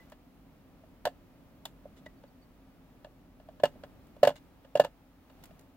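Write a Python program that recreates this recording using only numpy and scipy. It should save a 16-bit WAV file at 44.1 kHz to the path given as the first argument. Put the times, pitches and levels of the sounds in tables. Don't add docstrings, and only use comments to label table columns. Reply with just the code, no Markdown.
import sys
import numpy as np
from scipy import signal
from scipy.fft import rfft, irfft
from scipy.io import wavfile
from scipy.ndimage import uniform_filter1d

SR = 44100
rng = np.random.default_rng(int(sys.argv[2]) if len(sys.argv) > 2 else 0)


def persist_wave(psi):
    counts = np.round(np.clip(psi, -1, 1) * 32767).astype(np.int16)
    wavfile.write(sys.argv[1], SR, np.atleast_2d(counts).T)


N = 254016
RING_S = np.arange(SR // 3) / SR

# freq_hz, density_db
ROOM_COLOUR = [(15, -33), (25, -3), (43, -5), (134, -4.5), (263, -5), (394, -14), (575, -16), (677, -18),
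               (1070, -25.5), (1290, -26), (1480, -29.5), (2550, -33), (8140, -46), (14400, -41),
               (16000, -37)]
# time_s, rumble_db, hiss_db
ROOM_LEVEL = [(0.0, -58, -65.5), (0.19, -60, -69.5), (2.04, -57, -68.5), (2.57, -61, -69.5),
              (2.98, -58.5, -69), (3.35, -60, -70.5), (3.77, -54.5, -67), (5.18, -64.5, -70),
              (5.45, -56.5, -65.5), (5.76, -63, -70.5)]
# centre_hz, width_hz, level_db
HUM = [(48.7, 5, -67.5), (87, 8, -74), (170.8, 28, -72.5), (266, 43, -65.5), (1266, 90, -90.5)]
# start_s, length_s, level_db
SCRAPES = [(0.0, 0.058, -74), (1.964, 0.036, -65.5), (2.059, 0.013, -59), (4.356, 0.011, -55),
           (4.366, 0.021, -59.5), (5.427, 0.028, -67)]
# freq_hz, level_db, t60_s
SHAFT_MODES = [(1610, 2, 0.0085), (2040, 7, 0.0095), (2880, 4, 0.011), (3460, -1, 0.028), (3780, 3, 0.0086),
               (5120, -13, 0.027), (6320, -6, 0.019), (6900, -7, 0.012), (11600, -14, 0.0071)]
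# start_s, freq_hz, level_db, t60_s
STEEL_RINGS = [(0.0, 2003, -53.5, 0.13), (1.6532, 3430, -34.5, 0.028), (1.6532, 3680, -32, 0.024),
               (2.064, 1950, -41, 0.054), (3.653, 2870, -29, 0.04)]
STEEL_RING_RISE_S = 0.001
# start_s, tick_db
CLICKS = [(0.098, -65.5), (0.1185, -65), (1.6529, -42), (4.068, -72), (5.437, -53), (5.455, -59),
          (5.592, -61), (5.61, -69)]
CLICK_PITCH_HZ, CLICK_TILT_DB_PER_OCT = 684, 1.5
CLICK_FIRM_DB = -40
CLICK_BODY_SLOPE = 0.6
# start_s, knock_db, start_pitch_hz, crack_db
TAPS = [(0.1206, -44.5, 667, -53), (0.8355, -50.5, 706, -75), (1.0727, -29, 760, -58),
        (1.853, -39.5, 590, -80), (2.061, -44, 646, -55), (2.236, -48, 544, -62.5), (3.045, -41, 620, -51),
        (3.066, -48.5, 600, -80), (3.398, -51, 655, -62), (3.486, -40.5, 690, -60.5),
        (3.598, -41.5, 630, -52.5), (3.754, -52, 630, -74), (3.835, -40, 587, -49),
        (4.164, -48.5, 606, -66), (4.302, -31, 615, -42.5), (4.358, -56, 670, -60.5),
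        (4.646, -49.5, 516, -60), (4.838, -43, 567, -45.5), (5.298, -56, 657, -62), (5.507, -51, 710, -63)]
TAP_TICK_DB, TAP_TILT_DB_PER_OCT = -22.5, -2.5
# start_s, knock_db, start_pitch_hz, crack_db, rebound_crack_db
POPS = [(1.052, -25.5, 682, -31.5, -43), (1.0665, -21.5, 624, -51, -69), (3.6335, -10, 609, -32.5, -37),
        (4.229, -7, 593, -31, -33), (4.2706, -9.5, 585, -31.5, -42), (4.7519, -14.5, 613, -39.5, -42.5),
        (4.7955, -7.5, 615, -31.5, -43.5), (4.8457, -28, 550, -40.5, -57.5)]
POP_TICK_DB, POP_TILT_DB_PER_OCT = -10.5, -1
REBOUND_DELAY_S, REBOUND_PITCH_RATIO = 0.0187, 0.95
REBOUND_KNOCK_DB, REBOUND_TICK_DB = 12, -12.5
REBOUND_TILT_DB_PER_OCT = -1
# start_s, level_db
SQUEAKS = [(2.17, -67), (2.27, -64), (2.415, -60)]
SQUEAK_HZ, SQUEAK_RISE_S, SQUEAK_T60_S = 4520, 0.0091, 0.097
# freq_hz, level_db, t60_s
LID_MODES = [(80, -44.5, .15), (129, -38, 0.21), (155, -34, 0.13), (265.2, -28.5, 0.12),
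             (439.6, -17, 0.057), (501, -14.5, 0.024), (589.5, 4.5, 0.045), (711.3, -13, 0.067),
             (800, -22, 0.044), (898, -21, 0.053), (1058, -25.5, 0.052)]
LID_HZ = 600
# freq_hz, level_db, t60_s
SHEET_MODES = [(1268, -5.5, 0.074), (1410, -2, 0.026), (1480, -0.5, 0.041), (1664, -5, 0.044),
               (1730, 1.5, 0.079), (2720, -9, 0.073), (2800, -2, 0.067), (2875, -5.5, 0.076),
               (2916, -2, 0.058), (3020, -13, 0.041), (3380, 0.5, 0.045), (3695, -6.5, .05),
               (4256, -15.5, 0.043), (4510, -10.5, 0.056)]
# freq_hz, level_db
CRACK_COLOUR = [(80, -15), (300, -0.5), (600, 1), (900, 10), (1200, -6.5), (1650, 2), (2300, -8.5),
                (2900, -2.5), (3600, -5), (4700, -7), (5400, -14.5), (8000, -16.5), (16000, -65)]
# freq_hz, level_db
TICK_COLOUR = [(2500, 3.5), (5000, 2), (6200, -0.5), (7300, 8), (8900, -1.5), (10500, 2), (13000, 1),
               (16000, 0)]
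# freq_hz, level_db
TAIL_COLOUR = [(100, 4.5), (600, -4.5), (3000, -2.5), (16000, -5)]
TAIL_WET_DB, TAIL_T60_S, TAIL_RISE_S = -23.5, 0.13, 0.011
PORT_LAG_SAMPLES = 3
TOP_HZ = 15800


def undb(db):
    return 10 ** (np.asarray(db) / 20)


def unit(x):
    return x / np.sqrt(np.mean(x ** 2))


def fade(t60_s):
    return np.exp(-np.log(1000) * RING_S / t60_s)


def swell(rise_s):
    return 1 - np.exp(-(RING_S / rise_s) ** 2)


def pan(left_db):
    return undb(np.array([[left_db], [-left_db]]) / 2)


def add(out, start_s, sound):
    i = int(start_s * SR)
    part = sound[..., :N - i]
    out[..., i:i + part.shape[-1]] += part


def noise(colour, size, alike, tilt_db_per_oct=0):
    hz, db = np.transpose(colour)
    f = np.maximum(np.fft.rfftfreq(size, 1 / SR), 1)
    tilt_db = tilt_db_per_oct * np.log2(np.clip(f, 700, 4500))
    gain = undb(np.interp(np.log(f), np.log(hz), db) + tilt_db)
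    share = alike(f)
    white = rfft(rng.standard_normal((3, size)))
    both = np.sqrt(share) * white[0] + np.sqrt(1 - share) * white[1:]
    return unit(irfft(both * gain, size))


def background():
    time_s, rumble_db, hiss_db = np.transpose(ROOM_LEVEL)
    t = np.arange(N) / SR
    air = noise(ROOM_COLOUR, N, lambda f: 0.028 + 0.76 / (1 + (f / 1800) ** 2))
    low = signal.sosfiltfilt(signal.butter(2, 600, fs=SR, output="sos"), air)
    rumble = unit(low) * undb(np.interp(t, time_s, rumble_db) - 1.7)
    hiss = unit(air - low) * undb(np.interp(t, time_s, hiss_db) + 2.5)
    out = rumble + hiss
    f = np.fft.rfftfreq(N, 1 / SR)
    for hz, width_hz, db in HUM:
        resonance = 1 / (1 + (2 * (f - hz) / width_hz) ** 2)
        out = out + undb(db) * unit(irfft(rfft(rng.standard_normal(N)) * resonance, N))
    return out


def scrapes():
    catches = np.zeros((2, N))
    size = len(RING_S)
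    for start_s, length_s, db in SCRAPES:
        catch_sizes = undb(3 * rng.exponential(size=size))
        grains = unit(rng.standard_normal((2, size)) * catch_sizes)
        add(catches, start_s, undb(db) * grains * np.exp(-(RING_S / length_s) ** 4))
    shaft = sum(undb(db) * np.cos(2 * np.pi * hz * RING_S) * fade(t60_s) for hz, db, t60_s in SHAFT_MODES)
    return signal.fftconvolve(catches, shaft[None] / np.linalg.norm(shaft), axes=1)[:, :N]


def sing(hz, rise_s, t60_s):
    return np.sin(2 * np.pi * hz * RING_S) * swell(rise_s) * fade(t60_s)


def steel_rings():
    out = np.zeros(N)
    for start_s, hz, db, t60_s in STEEL_RINGS:
        add(out, start_s, undb(db) * sing(hz, STEEL_RING_RISE_S, t60_s))
    return out


def knock(start_pitch_hz, rise_s, echo_s, echo_db, grip):
    press = start_pitch_hz / LID_HZ - 1
    pressing = np.exp(-RING_S / 0.0097)
    clock_s = np.cumsum(1 + press * pressing) / SR
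    damping = np.exp(-grip * max(press, 0) * (1 - pressing))
    modes = sum(undb(db) * np.sin(2 * np.pi * hz * (clock_s - rise_s)) * fade(t60_s)
                for hz, db, t60_s in LID_MODES)
    ring = swell(rise_s) * damping * modes
    ring = ring + undb(echo_db) * np.interp(RING_S - echo_s, RING_S, ring, left=0)
    return ring / np.abs(ring).max()


def sheet_ring(tilt_db_per_oct):
    hz, db, t60_s = np.transpose(SHEET_MODES)
    tilt_db = tilt_db_per_oct * np.log2(hz / np.median(hz))
    gains = undb(db + tilt_db + 3 * rng.standard_normal((2, len(hz))))
    turns = rng.random(len(hz)) + 0.079 * rng.standard_normal((2, len(hz)))
    return sum(gains[:, [k]] * np.sin(2 * np.pi * (hz[k] * RING_S + turns[:, [k]])) * fade(t60_s[k])
               for k in range(len(hz)))


def chatter(depth_db):
    skips = unit(uniform_filter1d(rng.standard_normal(len(RING_S)), size=SR // 1000))
    return unit(undb(depth_db * skips))


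def contact(knock_db, start_pitch_hz, crack_db, tilt_db_per_oct, tick_db):
    bend = np.clip((knock_db + 34.5) / 22, 0, 1)
    onset = undb(7.5 + 5.87 * bend) * swell(0.0011 + 0.0023 * bend)
    skips = chatter(depth_db=2)
    size = len(RING_S)
    crack = noise(CRACK_COLOUR, size, lambda f: 1 / (1 + (f / 3000) ** 2), tilt_db_per_oct)
    crack = skips * crack * (fade(0.04) + undb(-19.5) * fade(0.099))
    crack = crack + undb(-18.0 + 4.6 * bend) * sheet_ring(tilt_db_per_oct)
    tick = skips * noise(TICK_COLOUR, size, lambda f: 0.4)
    tick = tick * (fade(0.027) + undb(-25.0) * fade(0.15)) * pan(left_db=0.7)
    lid = knock(start_pitch_hz, rise_s=0.00456, echo_s=0.0059, echo_db=-16, grip=13) * pan(left_db=-1.5)
    sharp = onset * (undb(crack_db - 0.5) * crack + undb(tick_db + 1.5) * tick)
    return sharp + undb(knock_db + 3.0) * lid


def clicks():
    out = np.zeros((2, N))
    for start_s, tick_db in CLICKS:
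        body_db = tick_db - CLICK_BODY_SLOPE * (CLICK_FIRM_DB - tick_db)
        add(out, start_s, contact(body_db, CLICK_PITCH_HZ, body_db, CLICK_TILT_DB_PER_OCT, tick_db))
    return out


def taps():
    out = np.zeros((2, N))
    for start_s, knock_db, pitch_hz, crack_db in TAPS:
        tick_db = crack_db + TAP_TICK_DB
        add(out, start_s, contact(knock_db, pitch_hz, crack_db, TAP_TILT_DB_PER_OCT, tick_db))
    return out


def pops():
    out = np.zeros((2, N))
    for start_s, knock_db, pitch_hz, crack_db, rebound_db in POPS:
        pop = contact(knock_db, pitch_hz, crack_db, POP_TILT_DB_PER_OCT, crack_db + POP_TICK_DB)
        rebound = contact(rebound_db + REBOUND_KNOCK_DB, pitch_hz * REBOUND_PITCH_RATIO, rebound_db,
                          REBOUND_TILT_DB_PER_OCT, rebound_db + REBOUND_TICK_DB)
        add(out, start_s, pop)
        add(out, start_s + REBOUND_DELAY_S, rebound)
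    return out


def squeaks():
    out = np.zeros(N)
    for start_s, db in SQUEAKS:
        add(out, start_s, undb(db) * sing(SQUEAK_HZ, SQUEAK_RISE_S, SQUEAK_T60_S))
    return out


def workroom(x):
    tail = noise(TAIL_COLOUR, len(RING_S), lambda f: 1 / (1 + (f / 1200) ** 2))
    tail = tail * fade(TAIL_T60_S) * swell(TAIL_RISE_S)
    tail = tail / np.linalg.norm(tail, axis=1, keepdims=True)
    return undb(TAIL_WET_DB) * signal.fftconvolve(x, tail, axes=1)[:, :N]


def scene():
    metal = scrapes() + steel_rings() + clicks() + taps() + pops() + squeaks()
    left, right = metal + workroom(metal) + background()
    return np.array([left, np.pad(right, (PORT_LAG_SAMPLES, 0))[:N]])


def record(dry):
    return signal.sosfilt(signal.ellip(10, 0.2, 80, TOP_HZ, fs=SR, output="sos"), dry)


dry = scene()
out = record(dry)
persist_wave(out)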